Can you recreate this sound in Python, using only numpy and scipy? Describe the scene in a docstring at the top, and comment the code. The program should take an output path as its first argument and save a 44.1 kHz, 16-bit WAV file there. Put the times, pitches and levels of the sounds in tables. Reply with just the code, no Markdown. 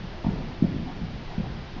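"""An indoor riding arena, where a horse trots on deep sand. Each hoof pushes on the soft ground and makes
a short dull thud over a deep thump; one step also knocks on firmer ground. Sand grains crunch as the
hooves scuff them. The wooden side boards throw the sound back at once, the far walls later, and it dies
away in the hall. A low boom swells after each step; a steady hiss and rumble fill the building."""
import sys
import numpy as np
from scipy import signal
from scipy.fft import rfft, irfft
from scipy.io import wavfile

SR = 44100
rng = np.random.default_rng(int(sys.argv[2]) if len(sys.argv) > 2 else 0)


def dump(signal):
    """Clip the signal to [-1, 1] and save it as 16-bit WAV at the path in sys.argv[1]."""
    limited = np.clip(np.atleast_2d(signal).T, -1, 1)
    pcm = np.round(limited * 32767).astype(np.int16)
    wavfile.write(sys.argv[1], SR, pcm)


N = 79380
T = np.arange(N) / SR

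# Hooves landing on the sand: start_s, level_db, pitch_hz, width_ratio, thump_level_db
FOOTFALLS = [(0.001, -34.5, 191.2, 1.12, -35), (0.2427, -23, 198, 1.45, -27.5),
             (0.2626, -12, 187.4, 1.392, -32.5), (0.6213, -7.5, 198, 1.473, -29),
             (1.0108, -23.5, 186, 1.28, -26), (1.3767, -17.5, 176, 1.35, -25),
             (1.762, -30.5, 246, 1.29, -52), (1.7820, -44, 200, 0.96, -47)]


def from_db(db):
    """Turn decibels into a number to multiply by."""
    return 10 ** (np.asarray(db) / 20)


def rms_one(x):
    """Scale a sound so that its average level (rms) is 1."""
    return x / np.sqrt(np.mean(x ** 2) + 1e-20)


def band(x, low_hz, high_hz, order=2):
    """Keep the part of a sound between two frequencies."""
    return signal.sosfilt(signal.butter(order, [low_hz, high_hz], "band", fs=SR, output="sos"), x + 1e-18)


def around(x, pitch_hz, width_ratio):
    """Keep a band around one pitch; a bigger ratio makes it wider."""
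    width_ratio = max(width_ratio, 1.1)
    return band(x, pitch_hz / width_ratio, pitch_hz * width_ratio, order=3)


def hoof_push(start_s, pitch_hz, width_ratio):
    """One soft push makes the ground swing briefly and settle. The peak is 1."""
    push_cycles = 0.42   # the push lasts this share of one swing
    push = np.sin(np.pi * np.clip((T - start_s) * pitch_hz / push_cycles, 0, 1)) ** 2
    swing = around(-push, pitch_hz, width_ratio)
    return swing / np.abs(swing).max()


def thuds():
    """Each hoof lands with a dull thud, and the horse's weight sinks in with a deeper thump."""
    out = np.zeros(N)
    for start_s, level_db, pitch_hz, width_ratio, thump_level_db in FOOTFALLS:
        out += from_db(level_db) * hoof_push(start_s, pitch_hz, width_ratio)
        out += from_db(thump_level_db) * hoof_push(start_s, pitch_hz=50.6, width_ratio=2.04)
    return out


def knocks():
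    """A hoof meets firmer ground with short, hollow knocks just before a thud."""
    # Touches of the hoof: start_s, level_db, pitch_hz
    touches = [(0.2425, -31.5, 790), (0.2468, -24.5, 738), (0.2590, -31.5, 806)]
    return sum(from_db(level_db) * hoof_push(start_s, pitch_hz, width_ratio=1.284)
               for start_s, level_db, pitch_hz in touches)


def scuffs():
    """Many sand grains crunch under a hoof: a hollow scrape with a faint, wide rustle."""
    # Sand pushed by a hoof: start_s, level_db, length_s, pitch_hz
    sand_pushes = [(0.129, -49.5, 0.11, 720), (0.2354, -35.5, 0.013, 759), (0.265, -40, 0.03, 758),
                   (0.297, -39.5, 0.04, 424), (0.355, -43.5, .04, 514), (0.48, -46.5, 0.044, 871),
                   (0.626, -37, .022, 590), (0.858, -43.5, 0.049, 830), (1.296, -44, 0.071, 794),
                   (1.381, -38, 0.024, 536), (1.436, -38, 0.011, 782), (1.755, -45, 0.031, 868)]
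    grains_per_s, rise_s = 4300, 0.0062
    grains = rng.standard_normal(N) * (rng.random(N) < grains_per_s / SR)
    rustle = from_db(-14.5) * rms_one(band(grains, low_hz=300, high_hz=2700))
    out = np.zeros(N)
    for start_s, level_db, length_s, pitch_hz in sand_pushes:
        age_s = T - start_s
        pressure = np.clip(age_s / rise_s, 0, 1) * np.exp(-(age_s / length_s) ** 2)
        scrape = rms_one(around(grains, pitch_hz, width_ratio=1.235))
        out += from_db(level_db) * pressure * (scrape + rustle)
    return out


def wall_echoes(x):
    """Walls send back weaker copies of a sound; the farther the wall, the later the copy."""
    # Echoes from the wooden side boards: delay_s, level_db
    side_boards = [(0.018, -6), (.0234, -5)]
    # Echoes from the far walls: delay_s, level_db
    far_walls = [(0.096, -17), (0.12, -12.5), (0.139, -14), (0.177, -20)]
    return sum(from_db(level_db) * np.interp(T - delay_s, T, x, left=0)
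               for delay_s, level_db in [*side_boards, *far_walls])


def hall_reverb(x):
    """Countless echoes blur into a tail that builds up and dies away."""
    build_s, fade_s = 0.059, 1.6   # the tail falls 60 dB in fade_s
    build_up = 1 - np.exp(-(T / build_s) ** 2)
    tail = rng.standard_normal(N) * build_up * from_db(-60 * T / fade_s)
    tail /= np.sqrt(np.sum(tail ** 2))
    return from_db(-6.5) * signal.fftconvolve(x, tail)[:N]


def hall_boom():
    """The hall's low notes swell and sink after every footfall, a little more after a loud one."""
    rise_s = 0.064
    power = np.zeros(N)
    for start_s, level_db, *_ in FOOTFALLS:
        age = np.maximum(T - start_s, 0) / rise_s   # 1 at the top of the swell
        swell = from_db(-31 + 0.2 * level_db) * age * np.exp(1 - age)
        power += swell ** 2
    rumble = rms_one(band(rng.standard_normal(N), low_hz=23.7, high_hz=137))
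    return np.sqrt(power) * rumble


def building_air():
    """The air of the building carries a steady low rumble and a hiss."""
    # How strong the noise is from low to high: frequency_hz, relative_level_db
    noise_shape = [(20, 9.5), (40, -5), (80, -4.5), (170, -4), (250, -19), (350, -9.5), (480, -16.5),
                   (760, -17.5), (1100, -21), (2000, -23), (3200, -26), (5000, -31), (6000, -39.5),
                   (7000, -52)]
    frequency_hz, relative_level_db = np.transpose(noise_shape)
    all_hz = np.fft.rfftfreq(N, 1 / SR)
    gain = from_db(np.interp(np.log(all_hz + 1), np.log(frequency_hz), relative_level_db))
    gain *= np.minimum(all_hz / frequency_hz[0], 1) ** 2   # fade out what is too low to hear
    noise = irfft(rfft(rng.standard_normal(N)) * gain, N)
    return from_db(-37.5) * rms_one(noise)


def scene():
    """The hooves and their echoes over the background of the building, in one channel."""
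    hooves = thuds() + knocks() + scuffs()
    reflected = wall_echoes(hooves) + hall_reverb(hooves)
    return (hooves + reflected + hall_boom() + building_air())[None]


def record(dry):
    """Cut away the highest treble steeply."""
    cutoff_hz = 7100
    return signal.sosfilt(signal.ellip(10, .1, 70, cutoff_hz, fs=SR, output="sos"), dry)


dry = scene()
out = record(dry)
dump(out)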